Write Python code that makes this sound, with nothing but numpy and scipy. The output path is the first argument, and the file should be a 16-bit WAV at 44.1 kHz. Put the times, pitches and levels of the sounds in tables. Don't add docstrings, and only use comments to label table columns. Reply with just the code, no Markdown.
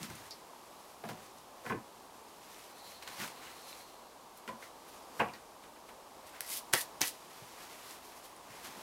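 import sys
import numpy as np
from scipy import signal
from scipy.fft import rfft, irfft, next_fast_len
from scipy.io import wavfile
from scipy.ndimage import map_coordinates

SR = 44100
rng = np.random.default_rng(int(sys.argv[2]) if len(sys.argv) > 2 else 0)


def dump_mix(stems):
    frames = np.atleast_2d(stems).T
    limited = np.clip(frames, -1, 1)
    pcm = np.round(limited * 32767).astype(np.int16)
    wavfile.write(sys.argv[1], SR, pcm)


def makeup_ratio(level_db):
    decades = np.asarray(level_db, float) / 20
    return 10 ** decades


N = 388956

# [f/Hz, level/dB]
FAR_SPECTRUM = [(12, -35), (20, -9.5), (70, -8), (110, -12), (260, -4), (480, -2), (950, 1), (1150, -1.5),
                (1400, -10), (1900, -15), (4000, -15.5), (8000, -18.5), (12000, -21), (15600, -26.5)]
FAR_DB = -55.5
# [t/s, level/dB, rise/s, fall/s]
BACKGROUND_SWELLS = [(3.24, -56, 0.56, 1.5), (5.212, -54, 0.93, 0.33), (6.9, -54.5, 1.5, 0.45),
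                     (7.69, -60.5, 1.2, 1.2), (8.81, -54, 0.64, .7)]

# [t/s, peak/dB, t60/s, f/Hz]
PUSHES = [(0.005, -45.5, 0.37, 190), (.045, -45, 0.2, 200), (.09, -47.5, 0.54, 101),
          (1.098, -49, 0.63, 100), (1.115, -46, .25, 200), (1.698, -40, 0.27, 232), (1.722, -40, 0.19, 290),
          (5.251, -56, 0.61, 80), (6.734, -29.5, 0.083, 420), (6.732, -39, 0.06, 139),
          (7.01, -35, 0.11, 334), (7.011, -45, 0.078, 130), (7.418, -46.5, 0.12, 125),
          (8.5, -53, 0.12, 129), (8.661, -51, 0.2, 250), (8.77, -52, .12, 199)]

# [t/s, peak/dB, thud/dB, crack/dB]
LIFT_CONTACTS = [
    (0.013, -48, 3.5, -1),
    (0.1, -42, -4, -3),
    (3.076, -42, -20, -11),
    (3.181, -47, -5, -7),
    (3.2, -37.5, -4.5, 1),
    (3.219, -37, -16, -12),
    (3.277, -41, -22, 1.5),
    (3.476, -54, -14, -13),
]
TOUCH_CONTACTS = [
    (1.039, -38, -8, -27),
    (1.051, -42, -4, -10),
    (1.089, -36.5, -9, -4),
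    (1.111, -51, 5, -20),
    (1.134, -51, -12, -17.5),
    (1.173, -50, -16, -9),
]
FIRST_CONTACTS = [
    (1.653, -39, -10, -15),
    (1.663, -34, -12, -18),
    (1.698, -28, -11, -24),
    (1.71, -34, -12, -27),
    (1.721, -31, -5, -31),
    (1.746, -42, -3, -26),
    (1.771, -54, -6, -18),
]
TAP_CONTACTS = [
    (4.477, -33.5, -19, -9),
    (4.487, -38, -13, -24),
    (4.625, -45, -16, -15),
]
SECOND_CONTACTS = [
    (5.195, -25.5, -13, -16),
    (5.2, -19.5, -15.5, -34),
    (5.208, -25, -16, -27),
    (5.216, -31, -15, -33),
    (5.285, -42, -11, -9),
    (5.335, -42.5, -19, -2),
]
NUDGE_CONTACTS = [
    (5.637, -49, -19, -17),
    (5.759, -49, -20, -17),
    (5.89, -44.5, -19, -18),
    (6.336, -50, -27, -13),
]
# [f/Hz, width/Hz, level/dB]
LIFT_MODES = [(500, 310, -18), (806, 150, -2.5), (1080, 160, 1), (1500, 170, -2), (2000, 150, 4),
              (2320, 330, 0.5), (2690, 260, 0.5)]
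TOUCH_MODES = [(467, 170, -7), (614, 76, -2), (734, 110, 0.5), (965, 89, -0.5), (1230, 250, -5),
               (1660, 250, -3), (2920, 2300, -8)]
FIRST_MODES = [(417, 52, -4), (520, 100, -4.5), (730, 74, -3), (992, 57, 3), (1160, 130, -1),
               (1520, 150, 2), (1740, 95, 2), (1960, 140, 1), (2400, 330, -3), (3050, 710, -11)]
TAP_MODES = [(694, 74, -4), (417, 240, -6.5), (1002, 60, -2), (1420, 130, -1), (1680, 96, -2),
             (1950, 96, -2), (2370, 200, -3), (2840, 460, -4), (4200, 1400, -8.5)]
SECOND_MODES = [(455, 65, -3), (563, 43, -3.5), (704, 26, 1.5), (830, 65, -2), (960, 130, -3),
                (1124, 80, -2), (1480, 290, -5), (2050, 130, -7), (2330, 170, -2), (2820, 190, -2.5),
                (3200, 780, -15.5)]
# [f/Hz, width/Hz, level/dB]
PILE_MODES = [(80, 45, -11.5), (138, 25, -1.5), (200, 40, 0.5), (233.4, 31, 1), (336, 79, -7)]
# [rattle t60/s, hardness/Hz]
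LANDINGS = [
    (0.082, 2400),
    (0.091, 1600),
    (0.079, 2000),
    (0.1, 2500),
    (.08, 2500),
    (0.14, 3000),
]

# [t/s, peak/dB, centre/Hz, tail/dB]
SPLINTER_SNAPS = [(.018, -38, 7500, -17), (.0307, -24.5, 6000, -19), (.0347, -31, 9000, -18),
                  (.153, -39.5, 8000, -3), (0.308, -36, 9000, -18), (1.385, -45, 7000, -8),
                  (3.0245, -38, 3200, -6), (3.0762, -32, 4000, -9), (3.087, -37, 4000, -8),
                  (4.487, -43, 6000, -3), (6.27, -44, 9050, -7.5), (6.293, -44, 9000, -3),
                  (7.91, -33, 6000, -15), (4.375, -39, 13000, -8)]
# [t/s, peak/dB,
# centre/Hz, tail/dB, tail t60/s]
GRIT_SNAPS = [(.3088, -32, 4820, -6, 0.12), (.534, -47, 950, -16, .03), (3.7284, -41, 2600, -20, .03),
              (3.7285, -40, 3800, -20, .03), (5.287, -47, 2500, -2, .09), (5.338, -43, 4400, -6, .07),
              (8.365, -46, 9500, -6, .03), (5.89, -50, 2340, -6, 0.11), (4.625, -44.5, 2000, -2, .1),
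              (3.415, -53, 2100, 0, .3), (6.745, -40, 1900, 2, .15), (5.336, -54, 1800, 0, .15),
              (5.201, -28, 2330, -4, .045), (1.706, -36, 1010, 2, .15)]
# [t/s, peak/dB, centre/Hz, tail/dB, width/centre]
HAND_SLAPS = [(6.4074, -19.5, 6000, -16, 3.5), (6.416, -33, 11000, -14, 1.2), (6.728, -30, 9000, -8, 1.6),
              (6.735, -16, 3500, -11, 4.3), (6.7365, -8, 6500, -16, 1.9), (6.737, -12, 1800, -22, 0.92),
              (6.743, -29, 1980, -16, 2.8), (6.7517, -19, 2800, -24, 2.5), (7.008, -31, 6000, -6, 2.5),
              (7.011, -26, 2200, -13, 2.3), (7.0161, -21, 3000, -1, 2.5)]
SPLINTER_WIDTH_RATIO, SPLINTER_T60_S, GRIT_WIDTH_RATIO, SLAP_T60_S = 1.23, 0.043, 0.28, 0.038

# [t/s, peak/dB, f/Hz, t60/s]
WOOD_RINGS = [(1.039, -37, 700, .03), (1.051, -38, 700, .035), (1.074, -43, 620, .05),
              (1.0895, -43, 3600, .006), (1.112, -44, 1000, .07), (1.091, -38, 1400, .02),
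              (1.096, -38, 760, .03), (1.664, -32, 1500, .028), (1.657, -41, 480, .04),
              (1.698, -35, 2050, .014), (1.724, -34, 430, .09), (1.744, -40, 1080, .06),
              (1.728, -39, 2450, .02), (1.664, -39, 2150, .04), (1.647, -42, 520, .07),
              (1.698, -38, 1740, .04), (1.699, -40, 133, .2), (1.757, -43, 120, .13),
              (1.702, -35, 1046, .04), (1.715, -31, 990, .075), (1.712, -35, 215, .17),
              (1.722, -36, 1550, .03), (1.721, -41, 2050, .02), (1.747, -37, 340, 0.09),
              (1.776, -41, 250, .07), (3.202, -37, 2400, .012), (3.207, -38, 1500, .015),
              (3.214, -37, 2000, .012), (3.231, -38, 1500, .015), (3.196, -45, 200, .1),
              (3.244, -39, 1300, .015), (3.462, -51, 2950, .07), (3.481, -47, 2000, .03),
              (3.7285, -42, 2200, .004), (4.477, -44, 1480, .09), (4.478, -45, 242, .15),
              (4.4895, -35, 1010, .11), (4.496, -44, 549, 0.11), (.534, -48, 950, .02),
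              (5.218, -30, 520, .04), (5.226, -33, 711, .15), (5.226, -36, 1950, .04),
              (5.219, -29, 980, .03), (5.231, -31, 850, .04), (5.244, -36, 1150, .07),
              (5.267, -39, 740, .06), (5.302, -42, 1000, .04), (5.313, -46, 900, .03),
              (5.197, -40, 140, .06)]
# [t/s, peak/dB, f/Hz, t60/s]
PALM_POPS = [(6.4057, -37, 3000, .002), (6.4072, -23, 11000, .002), (6.4165, -34, 12500, .004),
             (6.518, -42, 2100, .06), (6.545, -42, 4700, .025), (6.576, -42, 5200, .015),
             (6.7295, -33, 11000, .003), (6.7315, -30, 1600, .012), (6.733, -31, 6000, .004),
             (6.7367, -14, 9500, .003), (6.7368, -21, 13500, .002), (6.742, -22, 12500, .002),
             (6.7517, -27, 10500, .003), (6.735, -27, 4000, .012), (6.7415, -27, 650, .012),
             (6.744, -31, 4700, .03), (6.744, -28, 1750, .01), (6.761, -29, 2000, .02),
             (6.7735, -28, 2000, .01), (6.778, -31, 1850, 0.045), (7.0082, -25, 12000, .002),
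             (7.0107, -26, 12500, .002), (7.0135, -26, 11000, .002), (7.0162, -17, 13000, .002),
             (7.016, -8, 6200, .0016), (7.0165, -29, 5100, .008), (7.0186, -22, 5500, .006),
             (7.0212, -24, 9000, .002), (7.0232, -28, 4400, .01), (7.0105, -31, 900, 0.015),
             (7.018, -32, 750, 0.022), (7.027, -30, 2300, .012), (7.029, -31, 3200, .02),
             (7.034, -30, 2700, .012), (7.012, -31, 1900, .012), (7.031, -27, 6000, .008),
             (7.037, -33, 1900, .015)]
# [t/s, peak/dB, f/Hz, t60/s]
BARK_CHIPS = [(.018, -40, 6500, .003), (.0385, -39, 6000, .004), (.0405, -39, 8500, .003),
              (.044, -41, 5300, .008), (.053, -42, 9500, .003), (.102, -42, 9000, .004),
              (3.025, -43, 2500, .015), (3.0255, -45, 4900, .01), (3.0765, -39, 7200, .005),
              (3.077, -42, 1900, .02), (3.0875, -43, 2600, .01), (3.1295, -44, 9000, .003),
              (3.1325, -43, 4000, .003), (3.141, -44, 11000, .002), (3.142, -45, 1700, .01),
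              (3.277, -45, 2700, .015), (5.286, -44, 2850, .02), (5.2015, -29, 2350, .03),
              (5.295, -47, 2400, .05), (5.336, -52, 1900, .15), (1.0395, -39, 1700, .005),
              (4.4905, -39, 2500, .006), (4.478, -42, 2950, .012), (4.53, -45, 1040, .08),
              (4.532, -44, 235, .14), (4.556, -46, 980, .04), (5.2005, -30, 2800, .02),
              (6.337, -48, 1550, .05), (6.407, -36, 1650, .012)]
MODE_CLUSTER = [(1, .95), (1.083, .13), (.895, .12)]
RING_RISE_RATIO = 0.015

# [t/s, level/dB, brightness/dB]
QUICK_BRUSHES = [(.035, -60, 3), (.31, -59, 3), (1.092, -55, -5), (1.38, -64, 2), (3.03, -58, -4),
                 (3.08, -55, -5), (4.37, -66, 9), (4.48, -63, 1), (5.2, -57, 3), (5.35, -63.5, -8),
                 (5.64, -66, -5), (5.89, -62, -3), (6.27, -60.5, 3), (7.374, -65, 8), (7.77, -66, 8),
                 (8.05, -59, 6), (8.17, -61, 6), (8.244, -57, 6), (4.89, -63, 7), (3.7, -62, 7),
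                 (3.51, -66, 6), (3.13, -63, 6), (8.506, -57.5, -5.5), (8.645, -53, 0.5)]
BRUSH_RISE_S, BRUSH_FALL_S = 0.028, 0.084
# [peak t/s, level/dB, rise/s, fall/s, brightness/dB]
SLOW_MOVES = [(.06, -55.5, 0.28, 0.45, -2), (.27, -63, .5, .08, 1), (.91, -65.5, 1.1, .1, 3),
              (1.07, -65, 0.24, .05, 7), (1.235, -60, 0.2, 0.15, -1), (1.7, -54.5, 0.12, 0.075, -1),
              (2, -71, 1.8, 2, 2), (2.6, -58.5, 0.55, 0.26, 0), (2.9, -58.5, 0.39, 0.29, 2),
              (3.22, -44.5, 0.094, .11, -2.5), (3.13, -61, .1, .3, -2), (3.475, -59, 0.25, 0.13, -6),
              (3.43, -62, .1, .2, -7), (3.69, -56, 0.32, 0.32, 1.5), (4.64, -58, .09, 0.1, -1),
              (4.97, -61.5, .25, .1, -1), (5.19, -60, 0.1, .03, 2), (8.67, -55.5, .1, .13, -2),
              (6.37, -62.5, 0.22, .1, -6.5), (6.505, -53.5, .04, .12, 9), (6.565, -51, .07, 0.074, 9),
              (7.13, -63.5, .01, .9, 2), (7.66, -57.5, 0.94, 0.92, -1.5), (7.9, -53, 0.17, 0.13, 3.5),
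              (8.15, -66, 1.4, .2, 1), (8.56, -62, .12, .4, -4), (8.81, -59.5, 0.84, .5, -2.5)]
# [f/Hz, level/dB]
SLEEVE_FIZZ = [(1760, -6.5), (3000, -1), (5500, -0.5), (8500, -4.5), (11500, -15)]
BARK_SCRAPE = [(600, -12), (1200, 1), (2000, 2), (3500, -5.5), (6000, -14.5)]
DUST_WHISPER = [(7500, -26), (10000, 1.5), (12600, 3.5), (14000, -11), (15700, -13)]
DUST_UNDER_DB = -5

# [t/s, level/dB, rise/s, fall/s, hold/s]
BIRD_PHRASES = [
    (2.8, -62, .15, .5, .15),
    (3.1, -66, .4, .4, .4),
    (3.65, -64, .5, .6, 0.16),
]

# [meet t/s, meet/dB, slide t/s, slide/dB, slide hold/s]
PALM_STROKES = [
    (6.407, -48, 6.503, -40.5, 0.075),
    (6.738, -32.5, 6.782, -39, 0.034),
    (7.016, -37, 7.07, -39.5, 0.019),
]
MEET_RISE_S, MEET_FALL_S, SLIDE_RISE_S, SLIDE_FALL_S = 0.016, 0.038, 0.1, 0.04
FINGERS_LEAD_S = (0.00085, 0.0098, .0082)
# [t/s, level/dB, rise/s, fall/s]
AIR_BURSTS = [
    (6.53, -50.5, 0.28, 0.09),
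    (6.739, -31.5, .01, 0.057),
    (7.022, -32, 0.036, .055),
]
# [f/Hz, width/Hz, level/dB]
AIR_MODES = [
    [(1500, 640, 1), (2150, 390, 7), (3300, 1500, -2), (5800, 2500, -2)],
    [(520, 290, -4.5), (1120, 270, -5), (1790, 230, -1), (2330, 270, -5), (3040, 930, -8)],
    [(450, 360, -18), (1200, 430, -3), (2200, 820, 0.5), (3200, 1340, -4), (5900, 1700, -6.5)],
]
# [f/Hz, level/dB]
SKIN_HISS = [(1470, -30), (2500, -2.5), (4000, -2), (4800, -1), (6850, -3.5), (11200, -0.5), (13600, -5.5),
             (15700, -9.5)]

# [f/Hz, t60/s]
SHED_DECAY = [(150, 0.11), (1000, 0.22), (4000, 0.22), (12000, 0.059)]


def unit(x):
    return x / np.sqrt(np.mean(x ** 2) + 1e-20)


def top(x):
    return x / np.max(np.abs(x))


def fade(t, t60_s):
    return makeup_ratio(-60 * t / t60_s)


def add_at(out, t_s, x):
    out[round(t_s * SR):][:len(x)] += x


def along(points, hz):
    f, v = np.transpose(points)
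    return np.interp(np.log(hz + 1), np.log(f + 1), v)


def wobble(rate_hz):
    knots = rng.standard_normal(int(N * rate_hz / SR) + 4)
    return map_coordinates(knots, [np.arange(N) * rate_hz / SR])


def swell(t_s, db, rise_s, fall_s, hold_s=0):
    t = np.arange(N) / SR - t_s
    slope = np.maximum(-t / rise_s, (t - hold_s) / fall_s)
    return makeup_ratio(db - 20 * np.maximum(0, slope))


def filtered(x, response):
    m = next_fast_len(len(x) + 8192)
    return irfft(rfft(x, m) * response(np.fft.rfftfreq(m, 1 / SR)), m)[:len(x)]


def resonant(x, modes):
    def response(f):
        total = 0
        for k, (centre, width, db) in enumerate(modes):
            damping = 1j * f * width
            total = total + (-1) ** k * makeup_ratio(db) * damping / (centre ** 2 - f ** 2 + damping)
        return total
    return filtered(x, response)


def resonant_twice(x, centre_hz, width_hz):
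    band = [(centre_hz, width_hz, 0)]
    return resonant(resonant(x, band), band)


def soft(x, hz):
    return filtered(x, lambda f: 1 / (1 + 1j * f / hz) ** 2)


def grainy(grain_db, rate_hz):
    return unit(rng.standard_normal(N) * makeup_ratio(grain_db * wobble(rate_hz)))


def coloured(x, spectrum):
    return unit(filtered(x, lambda hz: makeup_ratio(along(spectrum, hz))))


def far():
    power = makeup_ratio(FAR_DB) ** 2 + sum(swell(*row) ** 2 for row in BACKGROUND_SWELLS)
    drift = makeup_ratio(0.62 + 0.18 * wobble(5.5))
    return np.sqrt(power) * drift * coloured(rng.standard_normal(N), FAR_SPECTRUM)


def steps():
    out, t = np.zeros(N + SR), np.arange(SR // 2) / SR
    for t_s, db, t60_s, hz in PUSHES:
        push = rng.standard_normal(len(t)) * fade(t, t60_s)
        add_at(out, t_s, makeup_ratio(db) * top(resonant_twice(push, hz, 0.74 * hz)))
    return out[:N]


def board(contacts, modes, rattle_t60_s, hard_hz):
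    out, t = np.zeros(N + SR), np.arange(SR // 3) / SR
    long_fade = fade(t, 2.8 * rattle_t60_s)
    for t_s, db, thud_db, crack_db in contacts:
        rough = rng.standard_normal((4, len(t))) * (1 + 1.5 * fade(t, 0.0041))
        settling = soft(rough[3] * long_fade, 810)
        rattle = rough[0] * fade(t, rattle_t60_s) + makeup_ratio(-0.5) * settling
        knock = soft(resonant(rattle, modes), hard_hz)
        thud = resonant(resonant(rough[1] * long_fade, PILE_MODES), [(184, 550, 0)])
        crack = resonant(rough[2] * fade(t, 0.6 * rattle_t60_s), [(5500, 7400, 0)])
        contact = top(knock) + makeup_ratio(thud_db) * top(thud) + makeup_ratio(crack_db + 2) * top(crack)
        add_at(out, t_s, makeup_ratio(db + 1) * contact)
    return out[:N]


def snaps():
    rows = [(*row, SPLINTER_WIDTH_RATIO, SPLINTER_T60_S) for row in SPLINTER_SNAPS]
    rows += [(*row[:4], GRIT_WIDTH_RATIO, row[4]) for row in GRIT_SNAPS]
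    rows += [(*row, SLAP_T60_S) for row in HAND_SLAPS]
    out, t = np.zeros(N + SR), np.arange(SR // 5) / SR
    for t_s, db, hz, tail_db, width_ratio, t60_s in rows:
        noise = rng.standard_normal((2, len(t)))
        blow = (t == 0) + 0.23 * noise[0] * fade(t, 0.0026)
        spike = top(resonant_twice(blow, hz, width_ratio * hz))
        spray = top(resonant_twice(noise[1] * fade(t, t60_s), hz, width_ratio * hz))
        add_at(out, t_s, makeup_ratio(db) * (spike + makeup_ratio(tail_db) * spray))
    return out[:N]


def rings():
    out, t = np.zeros(N + SR), np.arange(SR // 3) / SR
    for t_s, db, hz, t60_s in WOOD_RINGS + PALM_POPS + BARK_CHIPS:
        envelope = makeup_ratio(db) * fade(t, t60_s) * (1 - np.exp(-t / (RING_RISE_RATIO * t60_s)))
        tone = sum(share * np.sin(2 * np.pi * hz * ratio * t) for ratio, share in MODE_CLUSTER)
        add_at(out, t_s, envelope * tone)
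    return out[:N]


def rustle():
    brushes = [(t_s, db, BRUSH_RISE_S, BRUSH_FALL_S, bright) for t_s, db, bright in QUICK_BRUSHES]
    moves = SLOW_MOVES + brushes
    power = np.array([swell(*move[:4]) ** 2 for move in moves])
    bright_db = np.array([move[4] for move in moves])
    share_db = [0 * bright_db, -bright_db, bright_db + DUST_UNDER_DB]
    fizz, scrape, dust = np.sqrt(makeup_ratio(share_db) ** 2 @ power)
    burst, fibres = makeup_ratio(1.34 * wobble(35)), grainy(1.4, 700)
    sleeves = makeup_ratio(0.75) * fizz * coloured(fibres, SLEEVE_FIZZ)
    whisper = makeup_ratio(-3.5) * dust * coloured(fibres, DUST_WHISPER)
    bark = makeup_ratio(-0.2) * scrape * coloured(grainy(1.8, 300), BARK_SCRAPE)
    return burst * (sleeves + whisper + bark)


def bird():
    level = np.sqrt(sum(swell(*phrase) ** 2 for phrase in BIRD_PHRASES))
    flutter = makeup_ratio(2.6 * wobble(30))
    return level * flutter * unit(resonant_twice(rng.standard_normal(N), 4150, 620))


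def palms():
    skin = coloured(grainy(3, 900), SKIN_HISS) * makeup_ratio(1.2 * wobble(60))
    sliding_skin = coloured(skin, [(2000, -2.5), (14000, 2.5)])
    out = np.zeros(N)
    for stroke, lead_s, burst, modes in zip(PALM_STROKES, FINGERS_LEAD_S, AIR_BURSTS, AIR_MODES):
        meet_s, meet_db, slide_s, slide_db, hold_s = stroke
        touching = np.arange(N) > (meet_s - lead_s) * SR
        meet = swell(meet_s, meet_db, MEET_RISE_S, MEET_FALL_S) * skin
        slide = swell(slide_s, slide_db, SLIDE_RISE_S, SLIDE_FALL_S, hold_s) * sliding_skin
        cupped = swell(*burst) * unit(resonant(grainy(3.2, 300), modes))
        out += touching * (meet + slide + cupped)
    return out


def shed(x):
    hz, t, z = signal.stft(rng.standard_normal(SR // 2), SR, nperseg=256)
    decay = fade(t, along(SHED_DECAY, hz)[:, None])
    tail = signal.istft(z * decay, SR, nperseg=256)[1]
    return signal.fftconvolve(np.pad(x, (400, 0)), tail / np.linalg.norm(tail))[:N]


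def scene():
    handlings = [(LIFT_CONTACTS, LIFT_MODES), (TOUCH_CONTACTS, TOUCH_MODES), (FIRST_CONTACTS, FIRST_MODES),
                 (TAP_CONTACTS, TAP_MODES), (SECOND_CONTACTS, SECOND_MODES), (NUDGE_CONTACTS, TAP_MODES)]
    boards = sum(board(*handling, *landing) for handling, landing in zip(handlings, LANDINGS))
    near = boards + steps() + snaps() + rings() + palms()
    return (near + makeup_ratio(-13) * shed(near) + rustle() + bird() + far())[None]


def roll_off(x):
    return signal.sosfilt(signal.butter(12, 15830, fs=SR, output="sos"), x)


def record(dry):
    def band(hz):
        return (hz < 15830) * 1j * hz / (45 + 1j * hz)
    mix = filtered(dry[0], band)[None]
    return roll_off(mix)


dry = scene()
out = record(dry)
dump_mix(out)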